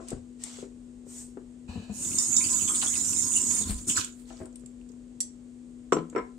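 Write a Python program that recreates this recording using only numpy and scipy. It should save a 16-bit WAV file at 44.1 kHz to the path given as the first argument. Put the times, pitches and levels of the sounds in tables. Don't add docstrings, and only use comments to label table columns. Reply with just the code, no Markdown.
import sys
import numpy as np
from scipy import signal
from scipy.fft import rfft, irfft, next_fast_len
from scipy.io import wavfile
from scipy.ndimage import map_coordinates

SR = 44100
rng = np.random.default_rng(int(sys.argv[2]) if len(sys.argv) > 2 else 0)


def generate_wav(sig):
    pcm = np.round(np.clip(np.atleast_2d(sig).T, -1, 1) * 32767).astype(np.int16)
    wavfile.write(sys.argv[1], SR, pcm)


N = 281358


def amp(db):
    return 10 ** (np.asarray(db) / 20)


def unit(x):
    return x / np.sqrt(np.mean(x ** 2) + 1e-20)


def along(points, hz):
    f, v = np.transpose(points)
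    return np.interp(np.log(hz + 1), np.log(f + 1), v)


def wobble(rate):
    knots = rng.standard_normal(int(N * rate / SR) + 4)
    return map_coordinates(knots, [np.arange(N) * rate / SR])


def sides(pan_db):
    return amp(np.array([np.atleast_1d(pan_db), -np.atleast_1d(pan_db)]) / 2)


def since(s):
    return np.maximum(np.arange(N) / SR - s, 0)


def onset(s, rise_s):
    return 1 - np.exp(-(since(s) / rise_s) ** 2)


def swell(s, rise_s, hold_s, fall_db_per_s):
    return onset(s, rise_s) * amp(-fall_db_per_s * since(s + hold_s))


def filtered(x, response):
    n = x.shape[-1]
    m = next_fast_len(n + 8192)
    return irfft(rfft(x, m) * response(np.fft.rfftfreq(m, 1 / SR)), m)[..., :n]


def band(x, centre_hz, octaves):
    return filtered(x, lambda hz: 1 / (1 + (np.log2((hz + 1) / centre_hz) / octaves) ** 4))


def resonant(x, modes):
    def response(f):
        total = 0
        for k, (centre, width, db) in enumerate(modes):
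            damping = 1j * f * width
            total = total + (-1) ** k * amp(db) * damping / (centre ** 2 - f ** 2 + damping)
        return total
    return filtered(x, response)


# (frequency [Hz], left-right likeness [0 to 1])
LIKENESS = [(60, 0.92), (300, 1), (640, 0.02), (1400, 0.012), (3100, 0.024), (6800, 0.49), (15000, 1)]


def coloured(pair, spectrum):
    turn = lambda hz: np.arccos(np.clip(along(LIKENESS, hz), -1, 1)) / 2
    mid_side = lambda hz: amp(along(spectrum, hz)) * [np.cos(turn(hz)), np.sin(turn(hz))]
    mid, side = filtered(pair, mid_side)
    return unit(np.array([mid + side, mid - side]))


def noise(size=N):
    return rng.standard_normal((2, size))


def droplets(rate, spread_db, size=N):
    hit = rng.random(size) < rate / SR
    strength = amp(spread_db * np.minimum(rng.exponential(size=size), 4))
    return unit(noise(size) * hit * strength)


def patchy(pair, depth_db, width_hz=260, life=0.045):
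    hz, t, z = signal.stft(pair, SR, nperseg=1024)
    knots = rng.standard_normal((300, 600))
    grid = np.meshgrid(hz / width_hz, t / life, indexing="ij")
    field = map_coordinates(knots, grid, mode="wrap")
    return signal.istft(z * amp(depth_db * field), SR, nperseg=1024)[1][:, :pair.shape[1]]


def add(out, s, sound):
    i = max(round(s * SR), 0)
    out[:, i:i + sound.shape[1]] += sound[:, :N - i]


# (frequency [Hz], t60 [s])
REVERBERATION = [(100, 0.21), (400, 0.28), (1500, 0.27), (8000, 0.23), (15000, 0.05)]


def in_room(x, wet_db):
    hz, t, z = signal.stft(noise(size=SR // 2), SR, nperseg=256)
    decay = amp(-60 * t / along(REVERBERATION, hz)[:, None])
    tail = signal.istft(z * decay, SR, nperseg=256)[1]
    tail = coloured(tail, [(100, 0), (10000, 0)])
    tail = np.pad(tail / np.linalg.norm(tail[0]), ((0, 0), (SR // 250, 0)))
    return x + amp(wet_db) * signal.fftconvolve(x, tail, axes=1)[:, :x.shape[1]]


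def strikes(rows, modes, rise_cycles, crack_db, crack_hz, crack_t60, wet_db, rattle, crack_octaves=0.88):
    out, t = np.zeros((2, N)), np.arange(SR // 2) / SR
    hz, level, t60 = np.transpose(modes)[:, :, None]
    for s, db, bright, pan_db in rows:
        gains = amp(level + bright * np.log2(hz / hz.mean()) + rng.normal(0, 1, hz.shape))
        phase = noise(size=len(hz))[:, :, None] * np.minimum(hz / 2500, 2)
        knots = 4 * np.sqrt(hz) * t
        waver = np.array([map_coordinates(rng.standard_normal(300), [k]) for k in knots])
        phase = phase + rattle * waver
        rise = 1 - np.exp(-(t * hz / rise_cycles) ** 2)
        decay = amp(-60 * t / t60)
        ring = (gains * rise * decay * np.sin(2 * np.pi * hz * t + phase)).sum(1)
        crack = band(noise(size=len(t)) * amp(-60 * t / crack_t60), crack_hz, crack_octaves)
        crack = crack * (1 - np.exp(-(t * crack_hz / rise_cycles) ** 2))
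        blow = in_room(ring / abs(ring).max() + amp(crack_db) * crack / abs(crack).max(), wet_db)
        add(out, s, amp(db) * sides(pan_db) * blow / abs(blow).max())
    return out


# (frequency [Hz], level before drift and panning [dB rms])
HUM_PARTIALS = [(48.9, -86), (101, -69), (244.8, -48.5), (489.6, -75.5)]


def appliance_hum():
    t = np.arange(N) / SR + 0.000092 * wobble(3.3)
    hum = sum(amp(db) * np.sqrt(2) * np.sin(2 * np.pi * hz * t) for hz, db in HUM_PARTIALS)
    return hum * amp(0.33 * wobble(2.83)) * sides(8.5)


# (frequency [Hz], relative level [dB per Hz])
AIR_SPECTRUM = [(20, -10.5), (48, -1), (70, -13.5), (100, -12.5), (200, -13.5), (260, -11.5), (350, -10.5),
                (760, -28), (1500, -34.5), (5800, -39.5), (7200, -31), (8600, -31.5), (10000, -49.5),
                (12500, -56), (14000, -79)]
# (frequency [Hz], left-right difference [dB])
AIR_LEAN = [(50, 3), (200, 5.5), (500, 5.5), (1500, -1), (8000, -1.5)]


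def room_air():
    air = filtered(coloured(noise(), AIR_SPECTRUM), lambda hz: sides(along(AIR_LEAN, hz)))
    return amp(-55.5) * air


# (time [s], peak level [dB], brightness [dB/octave], left-right difference [dB])
THUD_BLOWS = [(0.125, -35.5, -5, 3), (1.75, -36.5, 27, 5), (3.65, -32.5, 17, -3), (3.703, -24, -26, 2),
              (3.735, -28, -14, -1)]
# (frequency [Hz], relative level [dB], t60 [s])
CABINET_MODES = [(44.7, 21, 0.084), (63, 3, 0.2), (85, 16.5, 0.31), (118, -45, 0.075)]


def thuds():
    return strikes(THUD_BLOWS, CABINET_MODES, rise_cycles=0.55, crack_db=-7.5, crack_hz=181,
                   crack_t60=0.15, wet_db=-4.5, rattle=1.0)


# (time [s], peak level [dB], brightness [dB/octave], left-right difference [dB])
BUMP_BLOWS = [(0.117, -27.5, 5, 4.5), (0.128, -27.5, -15.5, 10), (0.585, -39, 7, 11), (0.626, -31.5, -3, 7),
              (0.641, -39, -1, 3), (1.066, -41.5, -6, 5), (1.371, -30, -1.5, 5), (4.634, -42.5, -14, 3),
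              (4.899, -46.5, -12, 5), (4.935, -49, -12, 4)]
# (frequency [Hz], relative level [dB], t60 [s])
COUNTER_MODES = [(143, -9.5, 0.038), (286, -4, 0.053), (397, 4, 0.033), (450, -2.5, 0.036),
                 (657, -16, 0.057), (970, -32, 0.037), (1349, -33, 0.055)]


def bumps():
    return strikes(BUMP_BLOWS, COUNTER_MODES, rise_cycles=0.88, crack_db=-11.5, crack_hz=910,
                   crack_t60=0.036, wet_db=-8.5, rattle=0.56)


# (time [s], peak level [dB], brightness [dB/octave], left-right difference [dB])
KNOCK_BLOWS = [(0.0, -36, 2.5, 5), (0.02, -39.5, 2, 5), (4.305, -41.5, 4.5, 13.5), (4.403, -36, -5, 11.5),
               (4.414, -31, -5.5, 0), (4.432, -47, -2, 5), (4.46, -48, 7, 8)]
# (frequency [Hz], relative level [dB], t60 [s])
TUB_MODES = [(94, -8.5, 0.054), (351, 3.5, 0.044), (502, -1, 0.043), (642, -6.5, 0.11), (747, -10.5, 0.058),
             (1007, -13.5, 0.067), (1330, -14.5, 0.034), (1690, -24, .025)]


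def knocks():
    return strikes(KNOCK_BLOWS, TUB_MODES, rise_cycles=0.33, crack_db=-15.5, crack_hz=1200,
                   crack_t60=0.079, wet_db=-3, rattle=0.53)


# (time [s], rise [s], hold [s], starting level of the rub [dB],
# scrape over rub [dB], fade while sliding [dB/s])
SLIDE_STROKES = [(0.0, 0.0057, 0.061, -72.5, 12, -2), (0.059, 0.026, 0.034, -57, 9, 7),
                 (0.373, 0.062, 0.24, -49.5, 5, 27.5), (1.038, 0.085, 0.18, -43.5, -10, 9),
                 (4.261, 0.012, 0.13, -70, 12.5, 2)]
# (frequency [Hz], relative level [dB per Hz])
RUB_SPECTRUM = [(1180, -55), (2000, -32), (4120, -39), (4490, -11), (6880, 5), (8480, 9), (10000, -10.5),
                (15100, -21), (16000, -41.5)]
# (frequency [Hz], relative level [dB per Hz])
SCRAPE_SPECTRUM = [(400, -6), (700, 0.5), (1500, -3.5), (3000, -2.5), (5500, -2), (8000, 5.5), (11000, -42)]
SLIDE_FALL_DB_PER_S = 203


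def slides():
    out = np.zeros((2, N))
    for s, rise_s, hold_s, db, scrape_db, fade in SLIDE_STROKES:
        slips = droplets(rate=2900, spread_db=-3.0) + 1.5 * noise()
        rub = coloured(noise(), RUB_SPECTRUM) + amp(scrape_db) * coloured(slips, SCRAPE_SPECTRUM)
        rub = patchy(rub, depth_db=2.5, life=0.038)
        level = amp(db - fade * since(s) + 0.59 * wobble(54.5))
        out += level * swell(s, rise_s, hold_s, SLIDE_FALL_DB_PER_S) * rub
    return out * sides(0.29)


# (time [s], peak level [dB], brightness [dB/octave], left-right difference [dB])
CLINK_BLOWS = [(2.1855, -11.5, -8, -8.5), (2.3655, -8, 3.5, -7.5), (2.382, -18, 21, -6),
               (3.967, -15.5, 8, -6)]
# (frequency [Hz], relative level [dB], t60 [s])
BOWL_MODES = [(3650, -17, 0.084), (4780, 2, 0.014), (5530, 1, 0.097), (6220, 9, 0.019), (7144, 1, 0.053),
              (7240, 14.5, 0.08), (7730, 6, 0.049), (9485, -11, 0.042)]


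def clinks():
    return strikes(CLINK_BLOWS, BOWL_MODES, rise_cycles=1.9, crack_db=-19.5, crack_hz=6560,
                   crack_t60=0.06, wet_db=-7, rattle=0.87)


# (time [s], peak level [dB], brightness [dB/octave], left-right difference [dB])
CUTLERY_BLOWS = [(5.2042, -16, 0, -7), (5.207, -19.5, -6, 4), (5.2115, -23.5, -5, -3)]
# (frequency [Hz], relative level [dB], t60 [s])
CUTLERY_MODES = [(1924, -25.5, .04), (3330, -25, .04), (3600, -26, 0.067), (4630, -14, .08),
                 (5030, -24, .04), (5580, -2, 0.064), (6030, -7, 0.085), (6140, -11, .11), (6580, -9, .04),
                 (7020, -6, 0.063), (7320, 4.5, 0.064), (7670, 8, 0.074), (8120, 3.5, 0.079),
                 (8750, -8, .04), (9440, -1, .06), (10170, -14, .1), (10840, -18, 0.091),
                 (11360, -18, 0.082), (12250, -25, .07), (14600, -27, 0.1)]


def cutlery():
    return strikes(CUTLERY_BLOWS, CUTLERY_MODES, rise_cycles=1.4, crack_db=-12.5, crack_hz=6000,
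                   crack_t60=0.027, wet_db=-10.5, rattle=0.72, crack_octaves=1.0)


# (time [s], peak level [dB], brightness [dB/octave], left-right difference [dB])
LANDING_BLOWS = [(5.922, -12, 5, -8.5), (5.9245, -8, -4, 8), (5.931, -18, 9.5, -2), (5.967, -16.5, -6, 4),
                 (5.985, -24, -8, 7)]
# (frequency [Hz], relative level [dB], t60 [s])
DISH_MODES = [(164, -21, 0.3), (223, -20, 0.31), (314.6, -9, 0.29), (393, 12, 0.025), (420, -9.5, 0.22),
              (466, 5.5, 0.039), (671, -10.5, 0.14), (850, -4, 0.04), (1024, 2.5, 0.077),
              (1196, 1.5, 0.027), (1320, 6, 0.035), (1470, -6, 0.028), (1700, -21, 0.021),
              (2060, -30, 0.028), (2760, -34, 0.04), (3680, -52, 0.04), (4570, -52, 0.031), (5350, -34, .1),
              (5880, -27, 0.077), (6470, -41, .025), (6920, -27, 0.032), (7600, -24, .07),
              (8080, -30, 0.071)]


def dish_landing():
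    return strikes(LANDING_BLOWS, DISH_MODES, rise_cycles=0.73, crack_db=-15, crack_hz=1500,
                   crack_t60=0.05, wet_db=-12, rattle=0.9, crack_octaves=1.25)


# (time [s], peak level [dB], brightness [dB/octave], left-right difference [dB])
ROCKING_BLOWS = [(6.127, -38, -3, 4), (6.15, -22, -3, -6), (6.161, -18, 2, 8), (6.166, -25, -1, 0),
                 (6.178, -20, 3, 0), (6.183, -20, 3, 2), (6.188, -26, 1, -2), (6.2, -28, -2, -3)]
# (frequency [Hz], relative level [dB], t60 [s])
RIM_MODES = [(194, -14, 0.27), (323, 9, 0.055), (411, 6, 0.055), (449, 12.5, 0.041), (617, -6.5, .04),
             (753, -15.5, 0.23), (1021, -5, 0.18), (1130, -15, .08), (1323, -2, 0.076), (1560, -10, .04),
             (1724, -15, 0.098), (1900, -21, 0.034), (2140, -14.5, 0.13), (2350, -21, 0.03),
             (3320, -34, 0.06), (3720, -38, .05), (5480, -27, 0.066), (7300, -33, 0.045),
             (7680, -28, 0.054)]


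def dish_rocking():
    return strikes(ROCKING_BLOWS, RIM_MODES, rise_cycles=0.67, crack_db=-11, crack_hz=1100,
                   crack_t60=0.07, wet_db=-11, rattle=0.85, crack_octaves=0.9)


# (time [s], peak level [dB], brightness [dB/octave], left-right difference [dB])
LEVER_BLOWS = [(1.685, -31.5, -11, 4), (1.694, -49, 22, 10), (1.755, -30, 1, 8), (1.772, -29, 0, 5),
               (1.895, -27.5, 0.5, 6.5), (3.608, -35, 3.5, 6), (3.693, -26.5, -2, 6)]
# (frequency [Hz], relative level [dB], t60 [s])
TAP_MODES = [(77, -1.5, 0.11), (193, -17, 0.025), (207, 2, 0.13), (453, -15, 0.1), (733, -17.5, 0.078),
             (970, -24, 0.082)]


def lever():
    return strikes(LEVER_BLOWS, TAP_MODES, rise_cycles=0.8, crack_db=-23, crack_hz=800,
                   crack_t60=0.06, wet_db=-12, rattle=0.3)


DRIP_START_S, DRIP_SPAN_S, DRIP_DB, DRIP_FADE_DB_PER_S = 3, 1.7, -38.5, 7.5
DRIP_HZ, DRIP_PAN_DB = 7470, -11


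def drips(count):
    when, size, pitch = rng.random((count, 3)).T
    late = DRIP_SPAN_S * ((np.arange(count) + when) / count) ** 0.38
    db = DRIP_DB - DRIP_FADE_DB_PER_S * late + 6 * (size - .5)
    hz = DRIP_HZ * 2 ** (0.43 * (pitch - .5))
    return [(DRIP_START_S + s, d, f, DRIP_PAN_DB) for s, d, f in zip(late, db, hz)]


# (time [s], peak level [dB], centre [Hz], left-right difference [dB])
TICK_BLOWS = [(0.0847, -26.5, 8030, -1), (0.104, -27.5, 7940, 3), (0.4372, -22, 8000, 7.5),
              (4.046, -21, 7300, -3), (4.255, -55, 4053, -7), (4.3, -50, 2926, -10), (4.37, -46, 5300, -11),
              (4.456, -39, 8300, 5), (4.557, -34, 8350, 1), (4.56, -54, 5640, -7), (4.66, -34.5, 7900, -4),
              (4.813, -53, 2780, -6), (4.889, -48.5, 7400, -11), (4.893, -52, 5300, -1),
              (4.918, -49, 6940, -9), (6.0986, -37.5, 7330, -0.5)]
TICK_RISE_S = 0.0004


def ticks():
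    out, t = np.zeros((2, N)), np.arange(SR // 4) / SR
    for s, db, centre_hz, pan_db in list(TICK_BLOWS) + drips(count=14):
        snap = noise(size=len(t)) * amp(-60 * t / 0.028)
        tick = in_room(band(snap, centre_hz, 0.18) + amp(-19.0) * band(snap, 3500, 1.0), wet_db=-9.5)
        crack = band(noise(size=len(t)) * amp(-60 * t / .008), 6000, 0.9)
        tick = (tick + amp(-11) * crack) * (1 - np.exp(-(t / TICK_RISE_S) ** 2))
        add(out, s, amp(db) * sides(pan_db) * tick / abs(tick).max())
    return out


GUSH_RISE_S = 0.021
DRAIN_S, DRAIN_HOLD_S, DRAIN_DB, DRAIN_FADE_DB_PER_S = 3.3, 0.4, -49, 38


def draining():
    crackle = droplets(rate=900, spread_db=1.5) + noise()
    spectrum = [(800, -7.5), (2800, -8.0), (5500, -11.0), (6800, -17.0), (8400, 4.5), (10000, -9.0),
                (15000, -20)]
    level = swell(DRAIN_S, GUSH_RISE_S, DRAIN_HOLD_S, DRAIN_FADE_DB_PER_S)
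    return level * amp(DRAIN_DB + 5.9 * wobble(28.0)) * coloured(crackle, spectrum)


# (time [s], level [dB], centre [Hz], half width [octaves], length [s], left-right difference [dB])
SPATTER_CLOUDS = [(1.922, -46, 7300, 0.55, 0.27, -8), (2.36, -40, 3690, 0.023, .03, -8),
                  (2.395, -44.5, 2290, .18, 0.055, 0), (2.437, -36.5, 4770, 0.091, 0.025, -4),
                  (2.438, -39.5, 2860, 0.19, 0.027, -3), (2.525, -46.5, 4570, .15, 0.033, -7),
                  (2.6, -44, 2920, 0.23, 0.038, 0), (2.673, -39.5, 3270, 0.12, 0.038, 2),
                  (2.68, -43, 1175, 0.29, 0.056, 2), (2.743, -43, 3570, 0.31, .035, -1),
                  (2.813, -33.5, 3300, 0.58, 0.027, -1.5), (2.816, -40, 1060, 0.83, 0.047, 1.5),
                  (2.869, -43, 3410, .08, 0.02, -5), (2.977, -51.5, 3960, 0.13, 0.067, -12),
                  (3.002, -53, 3300, .08, 0.023, 2), (3.161, -47, 3830, .08, 0.022, -6),
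                  (3.351, -37, 2850, 0.073, 0.039, 0), (3.355, -24.5, 7130, .05, 0.024, -14.5),
                  (3.607, -45.5, 4150, 0.31, 0.045, -7), (3.693, -57, 4030, .4, 0.028, -6),
                  (3.694, -37.5, 8300, 0.098, 0.05, 4.5), (3.774, -53.5, 4400, 0.65, 0.025, -6),
                  (3.879, -32.5, 7400, 0.52, 0.043, -1), (3.89, -35, 2980, 0.27, 0.03, -2),
                  (3.963, -31.5, 6420, 0.38, 0.044, -8), (3.968, -29.5, 1450, 0.29, 0.02, -1.5),
                  (3.972, -39, 3200, 0.52, 0.066, -1.5)]


def spatters():
    out, t = np.zeros((2, N)), np.arange(SR // 3) / SR
    for s, db, centre_hz, octaves, length, pan_db in SPATTER_CLOUDS:
        u = 3 * t / length
        cloud = unit(band(droplets(rate=3000, spread_db=-5.5, size=len(t)), centre_hz, octaves))
        add(out, s, amp(db) * sides(pan_db) * in_room(cloud * u * np.exp(1 - u), wet_db=-9.5))
    return out


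# (frequency [Hz], relative level [dB per Hz])
VALVE_SPECTRUM = [(400, -7.5), (900, -9.5), (1500, -18.5), (2100, -27), (2800, -18), (3500, -23),
                  (4200, -17), (5200, -24.5), (8000, -18), (11000, -50)]
# (centre [Hz], width [Hz], relative level [dB])
SPOUT_RESONANCES = [(1710, 89, -5.5), (2440, 110, -4.5), (2610, 150, -2.5), (2980, 71, -3.5),
                    (3940, 180, -5.5), (4500, 180, -11), (7300, 280, -19.5)]
PIPE_DB = -2.5
OPEN_S, VALVE_DB, VALVE_RISE_S, VALVE_FADE_DB_PER_S = 1.674, -51, 0.012, 20


def spout():
    level = amp(VALVE_DB + 1.2 * wobble(40)) * swell(OPEN_S, VALVE_RISE_S, 0, VALVE_FADE_DB_PER_S)
    pipe = unit(resonant(noise(), SPOUT_RESONANCES))
    hiss = coloured(noise(), VALVE_SPECTRUM) + amp(PIPE_DB) * pipe
    return level * patchy(hiss, depth_db=1.5, life=0.06)


def bubbles(rate, low_hz, high_hz, t60, spread_db):
    t = np.arange(SR // 25) / SR
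    when, pitch, size, left, right = rng.random((int(rate * N / SR), 5)).T[:, :, None]
    hz = low_hz * (high_hz / low_hz) ** pitch
    strength_db = -spread_db * np.log(size + .03)
    life = amp(strength_db - 60 * t / t60) * (1 - np.exp(-t / .001))
    phase = 2 * np.pi * hz * t * (1 + 0.47 * t)
    index = ((when * N).astype(int) + np.arange(len(t))).ravel()
    pings = [(life * np.sin(phase + 2 * np.pi * turn)).ravel() for turn in (left, right)]
    return unit(np.array([np.bincount(index, ping, N)[:N] for ping in pings]))


def in_basin(pair, echo_db, t60):
    t = np.arange(SR // 25) / SR
    echoes = noise(size=len(t)) * amp(-60 * t / t60)
    echoes = amp(echo_db) * echoes / np.linalg.norm(echoes, axis=1, keepdims=True)
    return unit(pair + signal.fftconvolve(pair, echoes, axes=1)[:, :N])


BIG_DROPS_PER_S, BIG_DROP_DB = 50, -4


def patter():
    out, t = np.zeros((2, N)), np.arange(SR // 30) / SR
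    for when, pitch, size, pan in rng.random((int(BIG_DROPS_PER_S * N / SR), 4)):
        hz = 2300 * 2 ** (1.4 * pitch)
        tone = np.sin(2 * np.pi * hz * t) * amp(-60 * t / .01)
        slap = tone + .7 * noise(size=len(t)) * amp(-60 * t / .022)
        slap = slap * (1 - np.exp(-t / TICK_RISE_S))
        add(out, when * N / SR, amp(14 * size) * sides(12 * (pan - .6)) * slap)
    return in_basin(band(out, 4000, 1.2), echo_db=-3, t60=.06)


# (frequency [Hz], relative level [dB per Hz])
BASIN_SPECTRUM = [(30, -24), (60, -10), (95, 7.5), (130, -2.5), (200, 5.5), (330, 2.5), (480, -15),
                  (700, -19), (1500, -47)]


def drumming():
    impacts = droplets(rate=350, spread_db=-1) + .5 * noise()
    return amp(2.8 * wobble(26.93)) * coloured(impacts, BASIN_SPECTRUM) * sides(4.4)


# (centre [Hz], width [Hz], relative level [dB])
SINK_RESONANCES = [(1013, 14.5, 10), (1295, 530, -11.5), (2325, 52, -15), (2945, 193, -21), (3300, 45, -10),
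                   (3640, 19, 4), (4290, 45, 2), (4620, 230, -6)]
# (frequency [Hz], relative level [dB per Hz])
SPLASH_SPECTRUM = [(400, -18), (600, 11), (800, -2), (1020, 14), (1400, 17), (1700, 2), (2000, -31),
                   (2600, -8.5), (4500, 9), (7000, 6.5), (10000, 12), (15000, -4)]


def splash():
    pings = bubbles(rate=200, low_hz=2500, high_hz=6000, t60=.05, spread_db=2.5)
    drops = droplets(rate=700, spread_db=-1.5) + 0.96 * noise() + .5 * pings
    drops = patchy(drops, depth_db=2.5, width_hz=230.0)
    ringing = unit(resonant(drops, SINK_RESONANCES))
    echoing = in_basin(coloured(drops, SPLASH_SPECTRUM), echo_db=11.5, t60=0.0044)
    bowl = amp(-4.5) * ringing + amp(-2.5) * echoing
    return amp(2.8 * wobble(29.83)) * unit(unit(bowl) + amp(BIG_DROP_DB) * patter())


# (centre [Hz], width [Hz], relative level [dB])
AERATOR_RESONANCES = [(5353, 113, -16.5), (6200, 28, -16.5), (6603, 52, -2.5), (6810, 72, -2),
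                      (7190, 73, -4), (7220, 39, -6), (7260, 150, -8.5), (7860, 69, -0.5), (8496, 234, -5),
                      (9065, 128, -3), (9850, 85, 3)]
# (frequency [Hz], relative level [dB per Hz])
JET_SPECTRUM = [(3000, -14), (5000, -16), (6300, 5.5), (6600, -6.5), (7500, 15), (9100, -1.5), (9500, -26),
                (10700, -15), (12500, -11), (15700, -19)]
# (frequency [Hz], left-right difference [dB])
JET_LEAN = [(4000, 4.5), (7200, -12), (8200, 8.5), (9000, 7.5), (12000, 3)]


def aerated_jet():
    fizz = lambda: droplets(rate=2500, spread_db=0.5) + noise()
    spectrum = [(3000, -56), (5200, 4.0), (6350, -6.0), (6550, 1.5), (9150, -1.0), (9500, -15.5),
                (10500, -24.0)]
    whistle = unit(resonant(coloured(fizz(), spectrum), AERATOR_RESONANCES))
    jet = whistle + amp(-3.5) * in_basin(coloured(fizz(), JET_SPECTRUM), echo_db=-1.0, t60=0.12)
    jet = patchy(jet, depth_db=4.5, width_hz=70, life=.06)
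    jet = patchy(jet, depth_db=2.5, width_hz=443.5)
    jet = unit(filtered(jet, lambda hz: sides(along(JET_LEAN, hz))))
    return amp(0.28 * wobble(45)) * jet


# (time [s], hold [s], fizz level [dB], splash level [dB],
# drumming level [dB])
GUSH_EVENTS = [(3.861, 0.036, -22, -42, -37.5), (3.936, 0.05, -31.5, -34.5, -41.5)]
GUSH_FALL_DB_PER_S = 239
OUTLET_S, HELD_S, SHUT_S = 1.897, 2.17, 3.626
JET_RISE_S, DRIBBLE_FADE_DB_PER_S = 0.14, 51.5
HISS_DB, SPLASH_DB, DRUM_DB = -28, -49, -45.5
HELD_HISS_DB, HELD_SPLASH_DB = 1.5, 2
SHUT_DROP_DB = 9.5
HISS_PAN_DB, HELD_PAN_DB = -0.5, -3.5


def water_levels():
    shut = onset(SHUT_S, rise_s=0.011)
    held = onset(HELD_S, rise_s=0.033)
    flow = swell(OUTLET_S, JET_RISE_S, SHUT_S - OUTLET_S, DRIBBLE_FADE_DB_PER_S)
    hiss = flow * amp(HISS_DB + HELD_HISS_DB * held - SHUT_DROP_DB * shut)
    splash_gain = flow * amp(SPLASH_DB + HELD_SPLASH_DB * held)
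    drum = flow * amp(DRUM_DB)
    gushes = sum(amp(dbs)[:, None] * swell(s, GUSH_RISE_S, hold_s, GUSH_FALL_DB_PER_S)
                 for s, hold_s, *dbs in GUSH_EVENTS)
    pan_db = HISS_PAN_DB + HELD_PAN_DB * (held - shut)
    return *np.hypot([hiss, splash_gain, drum], gushes), pan_db


def tap():
    hiss_gain, splash_gain, drum_gain, pan_db = water_levels()
    hiss = hiss_gain * sides(pan_db) * aerated_jet()
    return hiss + splash_gain * splash() + drum_gain * drumming()


def scene():
    background = appliance_hum() + room_air()
    handling = thuds() + bumps() + knocks() + slides() + clinks() + cutlery()
    handling = handling + dish_landing() + dish_rocking() + lever()
    water = ticks() + draining() + spatters() + spout() + tap()
    return background + handling + water


LOW_CUT_HZ, TOP_HZ = 24.6, 15750


def record(dry):
    low_cut = lambda hz: 1 - 1 / (1 + (hz / LOW_CUT_HZ) ** 6)
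    top_cut = lambda hz: np.clip((TOP_HZ - hz) / 500 + .5, 0, 1)
    return filtered(dry, lambda hz: low_cut(hz) * top_cut(hz))


dry = scene()
out = record(dry)
generate_wav(out)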